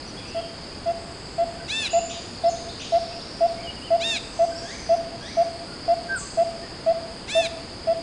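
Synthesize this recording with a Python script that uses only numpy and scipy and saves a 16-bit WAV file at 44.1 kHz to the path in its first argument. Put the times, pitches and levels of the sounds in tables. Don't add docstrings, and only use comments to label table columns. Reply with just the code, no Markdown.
import sys
import numpy as np
from scipy import signal
from scipy.fft import rfft, irfft
from scipy.io import wavfile
from scipy.ndimage import uniform_filter1d

SR = 44100
rng = np.random.default_rng(int(sys.argv[2]) if len(sys.argv) > 2 else 0)


def put_to_file(sound):
    columns = np.atleast_2d(sound).T
    safe = np.clip(columns, -1, 1)
    whole_steps = np.round(safe * 32767)
    wavfile.write(sys.argv[1], SR, whole_steps.astype(np.int16))


N = 353682
TIME = np.arange(N) / SR
TOP_HZ = 9950

# frequency_hz, gain_db
RUSH_SPECTRUM = [(20, -6.5), (65, 1), (130, -1), (280, -0.5), (450, -4), (700, -7), (1000, -10.5),
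                 (2000, -15), (3500, -17.5), (4700, -24.5), (5500, -32.5), (6000, -35), (6400, -23.5),
                 (9800, -32.5)]
RUSH_DB = -38.5

# centre_hz, width_hz, level_db, pulse_rate_hz, pulse_depth (0-1)
INSECT_BANDS = [(4874, 536, -44, 32, 0.2), (4516, 550, -49, 55, 0.13), (6590, 2200, -61.5, 48, 0.49),
                (8470, 1860, -58, 120, 0.14), (9760, 40, -72, 30, .1)]
# time_s, gain_db
INSECT_LEVEL = [(0, 1), (1.2, -1.5), (2.5, 1), (5.1, -.5), (5.8, 1.1), (6.5, -0.1), (8, -1)]

# start_s, length_s, pitch_hz, level_db, arch (share of the pitch)
PIPS = [(0.057, 0.052, 5880, -46, 0), (.266, .049, 5870, -49, 0.013), (2.452, 0.048, 5250, -36, 0),
        (3.628, 0.044, 3130, -41.5, 0.01), (3.664, 0.046, 2904, -33, 0), (3.804, .1, 3080, -41, .25)]
PIP_FALL, PIP_SCATTER = .025, 0.13
# start_s, length_s, start_hz, level_db
SLURS = [(0.166, 0.031, 3220, -40), (.363, 0.028, 3070, -39), (1.595, .025, 1480, -41),
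         (3.088, 0.066, 2390, -47.5), (3.563, 0.063, 2060, -43), (4.515, 0.023, 1503, -39.5),
         (4.543, 0.048, 5000, -36.5), (5.657, 0.04, 1324, -42), (6.62, 0.034, 1734, -40.5)]
SLUR_OCTAVES_PER_S, SLUR_SCATTER = 4.4, 0.45
# start_s, level_db
SEETS = [(1.898, -30.5), (1.935, -34), (1.985, -41)]
SEET_S, SEET_HZ, SEET_SCATTER = 0.0457, (6400, 7120, 6980), 0.8
# start_s, level_db
CHIPS = [(2.082, -32.5), (2.786, -32.5)]
# start_hz, end_hz, gain_db
CHIP_VOICES = [(2090, 4400, -1), (5150, 7500, -6.5)]
CHIP_S, CHIP_SCATTER = 0.033, 1
# start_s, level_db
WHIPS = [(2.425, -41), (2.548, -40.5), (2.682, -37.5), (2.905, -38.5), (3.05, -43.5), (3.195, -42),
         (3.465, -44)]
WHIP_S, WHIP_HZ, WHIP_SCATTER = 0.042, (3050, 4100, 4560), .55
# start_s, start_hz, level_db
TICKS = [(2.477, 7290, -34.5), (6.152, 8780, -31.5), (6.17, 7300, -37)]
TICK_S, TICK_FALL, TICK_SCATTER = .029, .2, 1
# start_s, level_db, octave_gain_db
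WHINES = [(4.625, -39.5, -5.5), (5.195, -42, -0.5)]
WHINE_S, WHINE_HZ, WHINE_SCATTER = .145, (1573, 1862, 2643), 0.5

# start_s, length_s, start_hz, end_hz, level_db
TRILLS_AND_MEW_ECHO = [(.173, .29, 2448, 3130, -44.5), (.93, .66, 7940, 7530, -51),
                       (1.789, .22, 2763, 2740, -36), (2.829, 0.72, 5210, 5360, -43.5),
                       (4.152, 0.7, 7960, 7340, -48), (4.308, .17, 6400, 5950, -47),
                       (4.6, .38, 6530, 5830, -44), (5.19, 0.26, 5630, 5980, -45)]
TRILL_SWEEP = .12
TRILL_ROUNDNESS = 0.19

# start_s, pitch_hz, level_db
HOOTS = [(.345, 665.4, -22), (.858, 672, -17.5), (1.38, 672, -15.5), (1.931, 668.6, -13),
         (2.436, 669, -12.5), (2.921, 668.6, -12.5), (3.406, 665.7, -12), (3.904, 662, -12),
         (4.39, 663, -12), (4.891, 660.6, -11.5), (5.369, 666.3, -12.2), (5.879, 672, -12.5),
         (6.372, 662, -12.5), (6.862, 652.6, -12.5), (7.35, 650.7, -12.5), (7.87, 655, -14)]
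HOOT_OVERTONES_DB = [-34.5, -36, -37.5, -41]
# delay_s, gain_db
ECHOES = [(.022, -27.5), (.068, -14.5), (.086, -22), (.147, -22.5), (.208, -22.5)]
HOOT_S, HOOT_ROUNDNESS, HOOT_RELEASE_S = 0.067, 0.51, .006
HOOT_SAG, HOOT_SAG_S = 0.085, 0.0096
HOOT_RISE_PER_S, HOOT_ON_PITCH_S = 1.48, 0.0261

# start_s, length_s, top_pitch_hz, level_db, crest (place of the top, 0-1)
MEWS = [(1.674, 0.21, 896, -25.5, 0.49), (3.997, .19, 922, -25, 0.45), (7.271, .206, 898, -26, .51)]
# frequency_hz, gain_db
MEW_THROAT = [(900, -23), (1400, -18), (1800, -11.5), (2250, -5.5), (2650, -3.5), (3150, -14.5), (3600, 0),
              (4000, 0), (4500, -20.5), (5400, -14), (6300, -18), (7200, -16.5), (8900, -27.5),
              (9900, -22.5)]
MEW_ARCH = .17
MEW_SCOOP, MEW_SCOOP_S = .17, .055
MEW_DROOP, MEW_DROOP_S = .13, 0.024
MEW_ATTACK_S, MEW_RELEASE_S, MEW_SWELL_DB = 0.053, 0.023, 1

# start_s, length_s, pitch_hz, level_db, fall (share of the pitch)
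WHISTLES = [(6.084, 0.11, 1575, -23, 0.178), (6.204, 0.072, 1145, -38, .02)]
WHISTLE_HOLD = 0.53
WHISTLE_ATTACK_S, WHISTLE_RELEASE_S = 0.033, 0.057


def undb(db):
    return 10 ** (np.asarray(db) / 20)


def unit(x):
    return x / np.sqrt(np.mean(x ** 2))


def colour(hz, points):
    point_hz, point_db = np.transpose(points)
    return undb(np.interp(np.log(hz + 1), np.log(point_hz), point_db))


def noise(gain):
    hz = np.arange(N // 2 + 1) * SR / N
    spectrum = rfft(rng.standard_normal(N)) * gain(hz)
    return unit(irfft(spectrum, N))


def walk(rate):
    hold = int(SR / rate)
    steps = np.repeat(rng.standard_normal(N // hold + 1), hold)
    smooth = uniform_filter1d(uniform_filter1d(steps, hold), hold)
    return 1.3 * smooth[:N]


def turn(hz):
    return 2 * np.pi * np.cumsum(hz) / SR


def course(length):
    return np.linspace(0, 1, int(length * SR))


def envelope(length, attack, release):
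    t = course(length) * length
    edge = np.minimum(t / attack, (length - t) / release)
    return np.sin(np.pi / 2 * np.clip(edge, 0, 1))


def add(track, s, sound):
    i = max(int(s * SR), 0)
    track[i:i + len(sound)] += sound[:max(N - i, 0)]


def foliage(x, t60, build):
    t = TIME[:SR]
    decay = undb(-60 * t / t60)
    response = rng.standard_normal(SR) * decay * (1 - np.exp(-t / build))
    return signal.fftconvolve(x, response / np.linalg.norm(response))[:N]


def rush():
    return undb(RUSH_DB) * noise(lambda f: colour(f, RUSH_SPECTRUM))


def insects(flicker_db=1.0):
    out = np.zeros(N)
    for centre_hz, width_hz, db, rate, depth in INSECT_BANDS:
        ring = noise(lambda f: (1 + ((f - centre_hz) / width_hz) ** 2) ** -2.5)
        pulse_hz = rate * (1 + 0.13 * walk(12))
        throb = 1 + depth * np.sin(turn(pulse_hz))
        out += ring * throb * undb(db + flicker_db * walk(9))
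    return out * undb(np.interp(TIME, *np.transpose(INSECT_LEVEL)))


def songbirds(quiver=0.0064):
    direct, scattered = np.zeros(N), np.zeros(N)
    waver = 1 + quiver * walk(300)

    def sing(s, length, pitches, db, scatter):
        u, share = course(length), np.clip(scatter, 0, 1)
        places = np.linspace(0, 1, len(pitches))
        glide = np.polyfit(places, pitches, len(pitches) - 1)
        now = int(s * SR) + np.arange(len(u))
        hz = np.polyval(glide, u) * waver[now] ** share
        note = undb(db) * np.sin(turn(hz)) * signal.windows.tukey(len(u), .5)
        add(direct, s, note * np.sqrt(1 - share))
        add(scattered, s, note * np.sqrt(share))

    for s, length, hz, db, arch in PIPS:
        bend = np.array([1 - arch + PIP_FALL / 2, 1, 1 - arch - PIP_FALL / 2])
        sing(s, length, hz * bend, db, PIP_SCATTER)
    for s, length, hz, db in SLURS:
        end_hz = hz * 2 ** (SLUR_OCTAVES_PER_S * length)
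        sing(s, length, (hz, end_hz), db, SLUR_SCATTER)
    for s, db in SEETS:
        sing(s, SEET_S, SEET_HZ, db, SEET_SCATTER)
    for s, db in CHIPS:
        for start_hz, end_hz, voice_db in CHIP_VOICES:
            sing(s, CHIP_S, (start_hz, end_hz), db + voice_db, CHIP_SCATTER)
    for s, db in WHIPS:
        sing(s, WHIP_S, WHIP_HZ, db, WHIP_SCATTER)
    for s, hz, db in TICKS:
        sing(s, TICK_S, (hz, hz * (1 - TICK_FALL)), db, TICK_SCATTER)
    for s, db, octave_db in WHINES:
        sing(s, WHINE_S, WHINE_HZ, db, WHINE_SCATTER)
        sing(s, WHINE_S, 2 * np.array(WHINE_HZ), db + octave_db, WHINE_SCATTER)
    leaves = foliage(scattered, t60=0.35, build=0.0014)
    trunks = undb(1.5) * foliage(scattered, t60=1.0, build=0.016)
    return direct + leaves + trunks


def trills_and_mew_echo(rate=34, uneven=.2):
    out = np.zeros(N)
    for s, length, start_hz, end_hz, db in TRILLS_AND_MEW_ECHO:
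        u = course(length)
        slur_rate = rate * (1 + uneven * walk(25)[:len(u)])
        slur = np.cumsum(slur_rate) / SR % 1
        hz = (start_hz + (end_hz - start_hz) * u) * (1 + TRILL_SWEEP * (1 - 2 * slur))
        swell = (np.sin(np.pi * u ** 0.59) ** 2) ** TRILL_ROUNDNESS
        add(out, s, undb(db) * np.sqrt(2) * np.sin(turn(hz)) * np.sin(np.pi * slur) * swell)
    return foliage(out, t60=0.45, build=0.0027)


def hooter(full_db=-12):
    direct, back = np.zeros(N), np.zeros(N)
    u = course(HOOT_S)
    t = u * HOOT_S
    bend = 1 + HOOT_SAG * np.exp(-t / HOOT_SAG_S) + HOOT_RISE_PER_S * (t - HOOT_ON_PITCH_S)
    last_fade = np.clip((HOOT_S - t) / HOOT_RELEASE_S, 0, 1)
    size = np.abs(np.sin(np.pi * u)) ** HOOT_ROUNDNESS * last_fade
    for s, hz, db in HOOTS:
        effort = undb(db - full_db)
        phase = turn(hz * bend ** effort)
        overtones = sum(undb(d) * np.sin(k * phase) for k, d in enumerate(HOOT_OVERTONES_DB, 2))
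        note = (np.sin(phase) + overtones / effort) * size * undb(db)
        add(direct, s, note)
        for delay, echo_db in ECHOES:
            add(back, s + delay, note * undb(echo_db))
    return direct + back + undb(-21) * foliage(direct, t60=1.0, build=0.13)


def mewer(jitter=0.0054, rasp_db=-22, fray=4, flutter_db=4):
    out = np.zeros(N)
    waver = walk(700)
    rasp = noise(lambda f: colour(f, MEW_THROAT) ** .5)
    flutter = {k: undb(flutter_db * min(k / 10, 1) * walk(70)) for k in range(1, 15)}
    for s, length, top_hz, db, crest in MEWS:
        u = course(length)
        now = int(s * SR) + np.arange(len(u))
        arch = 1 - MEW_ARCH * (2 * (u - crest)) ** 2
        scoop = MEW_SCOOP * np.maximum(1 - u * length / MEW_SCOOP_S, 0) ** 1.4
        droop = MEW_DROOP * np.maximum(1 - (1 - u) * length / MEW_DROOP_S, 0) ** 1.45
        rough = 1 + fray * np.abs(u) ** 8
        hz = top_hz * (arch - scoop - droop) * (1 + jitter * rough * waver[now])
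        phase = turn(hz)
        voice = sum(colour(k * hz, MEW_THROAT) * gain[now] * np.sin(k * phase)
                    for k, gain in flutter.items())
        breath = undb(rasp_db) * rough * rasp[now]
        size = envelope(length, MEW_ATTACK_S, MEW_RELEASE_S) * undb(db + MEW_SWELL_DB * (u - .5))
        add(out, s, (voice + breath) * size)
    return out + undb(-11.5) * foliage(out, t60=0.71, build=.01)


def whistler():
    out = np.zeros(N)
    for s, length, hz, db, fall in WHISTLES:
        slur = np.clip((course(length) - WHISTLE_HOLD) / (1 - WHISTLE_HOLD), 0, 1)
        size = envelope(length, WHISTLE_ATTACK_S, WHISTLE_RELEASE_S) ** 1.2
        add(out, s, undb(db) * size * np.sin(turn(hz * (1 - fall * slur))))
    return out + undb(-16) * foliage(out, t60=.5, build=.02)


def scene():
    background = rush() + insects()
    birds = songbirds() + trills_and_mew_echo() + hooter() + mewer() + whistler()
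    forest = background + birds
    return np.array([forest, forest])


def record(dry):
    return signal.sosfilt(signal.ellip(10, .2, 70, TOP_HZ, fs=SR, output="sos"), dry)


dry = scene()
out = record(dry)
put_to_file(out)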